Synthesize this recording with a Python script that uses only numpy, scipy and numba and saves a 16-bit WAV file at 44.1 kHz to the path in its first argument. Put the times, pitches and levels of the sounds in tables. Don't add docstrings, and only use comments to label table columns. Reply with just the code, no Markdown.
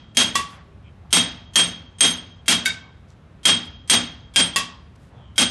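import sys
import numpy as np
from scipy import signal
from scipy.fft import rfft, irfft
from scipy.io import wavfile
from scipy.ndimage import uniform_filter1d, minimum_filter1d
from numba import njit

SR = 44100
rng = np.random.default_rng(int(sys.argv[2]) if len(sys.argv) > 2 else 0)


def dump_mix(stems):
    frames = np.atleast_2d(stems).T
    limited = np.clip(frames, -1, 1)
    pcm = np.round(limited * 32767).astype(np.int16)
    wavfile.write(sys.argv[1], SR, pcm)


def gain_from_db(level_db):
    decades = np.asarray(level_db, float) / 20
    return 10 ** decades


N = 242550
LEAD = 3 * SR // 4

# start_s, peak_db, dish_pitch_hz, stake_ring_db, high_ring_db
BLOWS = [
    (0.17, -7, 2104, -0.5, -5.5),
    (1.128, -4.5, 2144, -2, -3.5),
    (1.557, -7, 1820, -0.5, -4),
    (2.007, -6.5, 1494, 0, -2),
    (2.481, -7, 1620, -2, -8),
    (3.454, -6, 1730, -0.5, -9.5),
    (3.898, -4.5, 1580, -4.5, -7),
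    (4.36, -7, 1618, -3, -7),
    (5.38, -8, 1536, -2, -9),
]
TAPS = [
    (.355, -21, 1126, -27, -23.5),
    (2.6578, -23, 1540, -33, -33),
    (4.5605, -19, 1112, -8.5, -20.5),
]
EARLIER_BLOW = [
    (-.27, -9.5, 2000, 0.1, -5),
]

# pitch_hz, then for each tone level_db, t60_s (time to fall by 60 dB)
STAKE_HZ = [3216, 3241, 3238, 3290, 3335, 3745, 4990, 2645, 2990]
STAKE = [(-1, 0.15), (5, 0.11), (-23.5, 0.67), (-6, 0.14), (-6.5, 0.1), (-10, 0.22), (-10.5, 0.096),
         (-17.5, 0.17), (-21.5, 0.048)]
# pitch_hz, then for each tone level_db, t60_s
HIGH_HZ = [6370, 6408, 8527, 8556, 11050, 7870, 10730]
HIGH = [(-5, 0.2), (-5, 0.22), (2, 0.17), (-1, 0.2), (-11, 0.18), (-17, 0.1), (-18, .1)]
# pitch_hz, level_db, t60_s
THUMP = [(240.4, -16, 0.2), (176.6, -17.5, 0.15), (317.6, -15.5, 0.1), (112, -22.5, 0.12), (697, -17, 0.13)]
# ratio_to_its_pitch, level_db, t60_s
DISH = [(1, -3, 0.099), (1.441, -7.5, 0.074), (1.719, -6.5, .07), (2.42, -9, .1), (3.05, -8, .08),
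        (4.4, -9.5, 0.052)]
# frequency_hz, level_db per Hz
CRACK = [(59, -62), (170, -23), (240, -13.5), (376, -22.5), (2450, -12.5), (3250, -11), (4070, -15),
         (8830, -16.5), (12200, -26.5), (13200, -50)]
# frequency_hz, t60_s
ROOM = [(125, 0.65), (350, 0.33), (1000, 0.34), (2500, 0.26), (5000, 0.28), (9000, 0.19)]
# frequency_hz, level_db per Hz
RUMBLE = [(15, -47.5), (25, -23), (41, -14), (70, -5), (165, -13.5), (269, -24), (407, -28), (979, -33.5),
          (1140, -33.5), (2420, -41.5), (3850, -46.5), (4500, -52), (12000, -64), (15600, -100.5),
          (22000, -120)]
# time_s, level_db
STREET = [
    (0.0, -49),
    (0.77, -47.5),
    (1.09, -46),
    (2.86, -49.5),
    (4.29, -44.5),
    (4.86, -49.5),
    (5.5, -43),
]
# start_s, length_s, centre_hz, width_hz, level_db
SCRAPES = [
    (3.07, .08, 5500, 4000, -65),
    (4.953, .012, 4500, 7000, -58),
    (4.96, .16, 6000, 8000, -68),
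    (.42, .17, 8000, 6000, -60),
    (3.6, .1, 9000, 4000, -58),
    (.47, .18, 1200, 1300, -49),
    (2.78, .16, 1000, 500, -55),
    (1.0, .12, 700, 600, -59),
    (5.08, .19, 650, 800, -53),
]
# start_s, length_s, start_pitch_hz, end_pitch_hz, level_db
WHISTLES = [
    (.83, .09, 3200, 3050, -61),
    (.83, .08, 2400, 2400, -60),
    (5.13, .24, 3500, 2830, -61),
    (.59, .24, 400, 395, -60),
    (5.22, .14, 1050, 1050, -61),
    (4.6, .22, 1060, 1060, -52),
]
# start_s, level_db
CHATTER = [
    (.3525, -26),
    (.3580, -17),
    (2.6538, -25),
    (2.6620, -19),
    (4.5660, -18),
    (4.585, -24),
    (2.681, -25),
]

# thump_db, brightness_db, direct_crack_db, dish_db
FULL_BLOW, LIGHT_TAP = (3, 2, 0.5, -5.5), (-1.5, 3.35, 6, 12)
CRACK_DB, CRACK_S, CRASH_DB, DRIVE_DB = 1.5, 0.0044, 10, 4.5
THUMP_RISE_S, NEAR_RING_DB = 0.018, 8
ROOM_DB, ROOM_FILL_S = 12, 0.0025
SLAP_S, SLAP_WIDE_S, SLAP_DB = 0.045, 0.012, 9
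RING_SLAP_DB = 7
LATE_DB, LATE_STRETCH, LATE_TOP_HZ = -13, 2.6, 4500
RING_ECHO_DB = -5
DISH_ECHO_DB = -7
RUMBLE_DB = -44.5
GLIDE_SHARE = 0.75
LIMIT_DB, LIMIT_RATIO, RELEASE_S = -9.5, 3.03, 0.004
TOP_HZ = 12100
MASK_HZ, MASK_DB, MASK_TILT_DB = 7000, -41, 14
SMEAR_S, SMEAR_DB = 0.022, -31


def level(x, db):
    return x * gain_from_db(db) / np.sqrt(np.mean(x ** 2))


def colour(x, points):
    hz, db = np.transpose(points)
    f = np.maximum(np.arange(len(x) // 2 + 1) * SR / len(x), 1)
    curve = np.interp(np.log(f), np.log(hz), db)
    return irfft(rfft(x) * gain_from_db(curve), len(x))


def band(x, hz, width):
    low = max(hz - width / 2, 30)
    return signal.sosfilt(signal.butter(2, [low, low + width], "band", fs=SR, output="sos"), x)


def fade(t):
    return np.cos(np.pi / 2 * t / t[-1])


def street():
    noise = level(colour(rng.standard_normal(N), RUMBLE), RUMBLE_DB)
    s, db = np.transpose(STREET)
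    swell = gain_from_db(np.interp(np.arange(N) / SR, s, db - db.mean()))
    bass = signal.sosfilt(signal.butter(2, 200, fs=SR, output="sos"), noise)
    return noise + bass * (swell - 1)


def whistles():
    out = np.zeros(N)
    for s, length, start_hz, end_hz, db in WHISTLES:
        n = int(length * SR)
        waver = level(band(rng.standard_normal(SR // 2), 150, 130)[:n], 0)
        pitch = end_hz + (start_hz - end_hz) * np.exp(-np.arange(n) / (GLIDE_SHARE * n))
        tone = np.sin(2 * np.pi * np.cumsum(pitch) / SR)
        out[int(s * SR):][:n] += gain_from_db(db) * tone * (1 + waver) * np.hanning(n) ** 0.5
    return out


def scrapes():
    out = np.zeros(N)
    for s, length, hz, width, db in SCRAPES:
        n = int(length * SR)
        grit = rng.standard_normal(n) * gain_from_db(3.3 * rng.exponential(size=n))
        out[int(s * SR):][:n] += level(band(grit, hz, width), db) * np.hanning(n) ** 0.5
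    return out


def chatter():
    out, t = np.zeros(N), np.arange(SR // 50) / SR
    for s, db in CHATTER:
        noise = level(band(rng.standard_normal(len(t)), 6300, 11000), db)
        out[int(s * SR):][:len(t)] += noise * np.exp(-t / 0.0028)
    return out


def room(t, slap_db):
    hz, s, frames = signal.stft(rng.standard_normal(len(t)), SR, nperseg=512)
    room_hz, room_t60 = np.transpose(ROOM)
    t60 = np.interp(np.log(hz + 1), np.log(room_hz), room_t60)
    fall = np.log(1000) * s / t60[:, None]
    dull = 1 / (1 + (hz[:, None] / LATE_TOP_HZ) ** 4)
    decay = np.exp(-fall) + gain_from_db(LATE_DB) * np.exp(-fall / LATE_STRETCH) * dull
    tail = signal.istft(frames * decay, SR, nperseg=512)[1][:len(t)]
    fill = 1 - np.exp(-t / ROOM_FILL_S)
    slap = gain_from_db(slap_db * np.exp(-((t - SLAP_S) / SLAP_WIDE_S) ** 2))
    tail = tail * fade(t) * fill * slap
    return gain_from_db(ROOM_DB) * tail / np.sqrt(np.sum(tail ** 2))


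def ring(modes, t, flutter=0.8):
    hz, db, t60 = np.transpose(modes)[:, :, None]
    scatter_db = 2 * rng.standard_normal((len(modes), 1))
    detune = 1 + 0.0006 * rng.standard_normal((len(modes), 1))
    steps = np.repeat(rng.standard_normal((len(modes), len(t) // 600 + 1)), 600, axis=1)[:, :len(t)]
    shake = 1 + flutter * uniform_filter1d(steps, size=600, axis=1)
    decay = np.exp(-np.log(1000) * t / t60) * fade(t) * shake
    return (gain_from_db(db + scatter_db) * decay * np.sin(2 * np.pi * hz * detune * t)).sum(axis=0)


def hammer():
    out, t = np.zeros(N + 3 * LEAD), np.arange(LEAD) / SR
    echoes = room(t, RING_SLAP_DB)
    for s, peak_db, tone_hz, ring_db, high_db in list(EARLIER_BLOW) + list(BLOWS) + list(TAPS):
        full = peak_db > -15
        thump_db, bright_db, direct_db, dish_db = FULL_BLOW if full else LIGHT_TAP
        tilt = [(350, thump_db), (1100, -bright_db), (8000, bright_db)]

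        white = rng.standard_normal(LEAD)
        cracking = colour(white, CRACK)
        boost = np.std(white) / np.std(cracking)
        crack = band(colour(cracking, tilt), 7700, 12800) * np.exp(-t / CRACK_S)
        crack *= gain_from_db(CRACK_DB + direct_db) * boost
        crack_echoes = room(t, SLAP_DB if full else 0)
        crash = gain_from_db(CRASH_DB) * boost * colour(colour(crack_echoes, CRACK), tilt) * fade(t)

        dish = gain_from_db(dish_db) * ring([(tone_hz * ratio, db, t60) for ratio, db, t60 in DISH], t)
        stake = gain_from_db(ring_db) * ring(np.column_stack([STAKE_HZ, STAKE]), t)
        stake += gain_from_db(high_db) * ring(np.column_stack([HIGH_HZ, HIGH]), t)
        thump = gain_from_db(thump_db) * ring(THUMP, t, flutter=0) * (1 - np.exp(-t / THUMP_RISE_S))

        near = gain_from_db(NEAR_RING_DB - 13) * (dish + stake + thump)
        to_walls = gain_from_db(-16) * (gain_from_db(DISH_ECHO_DB) * dish + stake + thump)
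        echoed = gain_from_db(RING_ECHO_DB) * signal.fftconvolve(to_walls, echoes)
        start, drive = int(s * SR) + LEAD, gain_from_db(peak_db + DRIVE_DB)
        out[start:start + LEAD] += drive * (near + crack + crash)
        out[start:start + 2 * LEAD - 1] += drive * echoed
    return out[LEAD:LEAD + N]


def scene():
    return (street() + whistles() + scrapes() + chatter() + hammer())[None]


@njit
def follow(x, release):
    y, e = np.empty(len(x)), 1e-6
    for i in range(len(x)):
        e = max(abs(x[i]), e * release)
        y[i] = e
    return y


def limiter(x):
    peak = follow(x, np.exp(-1 / (RELEASE_S * SR)))
    gain = np.minimum(gain_from_db(LIMIT_DB) / peak, 1) ** (1 - 1 / LIMIT_RATIO)
    return x * uniform_filter1d(minimum_filter1d(gain, size=9), size=9)


def drop_faint_treble(x):
    hz, _, frames = signal.stft(x, SR, nperseg=1024)
    size = np.abs(frames)
    loudest = uniform_filter1d(size[hz > 1500].max(axis=0), size=3)
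    mask_db = MASK_DB + MASK_TILT_DB * np.log2(np.maximum(hz, 1) / MASK_HZ)
    faint = uniform_filter1d(size, size=3, axis=0) < loudest * gain_from_db(mask_db)[:, None]
    lost = faint & (hz > MASK_HZ)[:, None]
    return x - signal.istft(frames * lost, SR, nperseg=1024)[1][:N]


def smear_ahead(x):
    n = int(SMEAR_S * SR)
    for row in BLOWS:
        start = int(row[0] * SR)
        turns = np.exp(2j * np.pi * rng.random(n // 2 + 1))
        hiss = irfft(rfft(x[start:start + n]) * turns, n)
        x[start - n:start] += gain_from_db(SMEAR_DB) * band(hiss, 4700, 16000)
    return x


def band_limit(x):
    return signal.sosfilt(signal.butter(12, 13210, fs=SR, output="sos"), x)


def record(dry):
    x = limiter(dry[0])
    x = signal.sosfilt(signal.butter(3, 50, "high", fs=SR, output="sos"), x)
    x = signal.sosfilt(signal.ellip(6, 0.5, 45, TOP_HZ, fs=SR, output="sos"), x)
    x = smear_ahead(drop_faint_treble(x))
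    return band_limit(x[None])


dry = scene()
out = record(dry)
dump_mix(out)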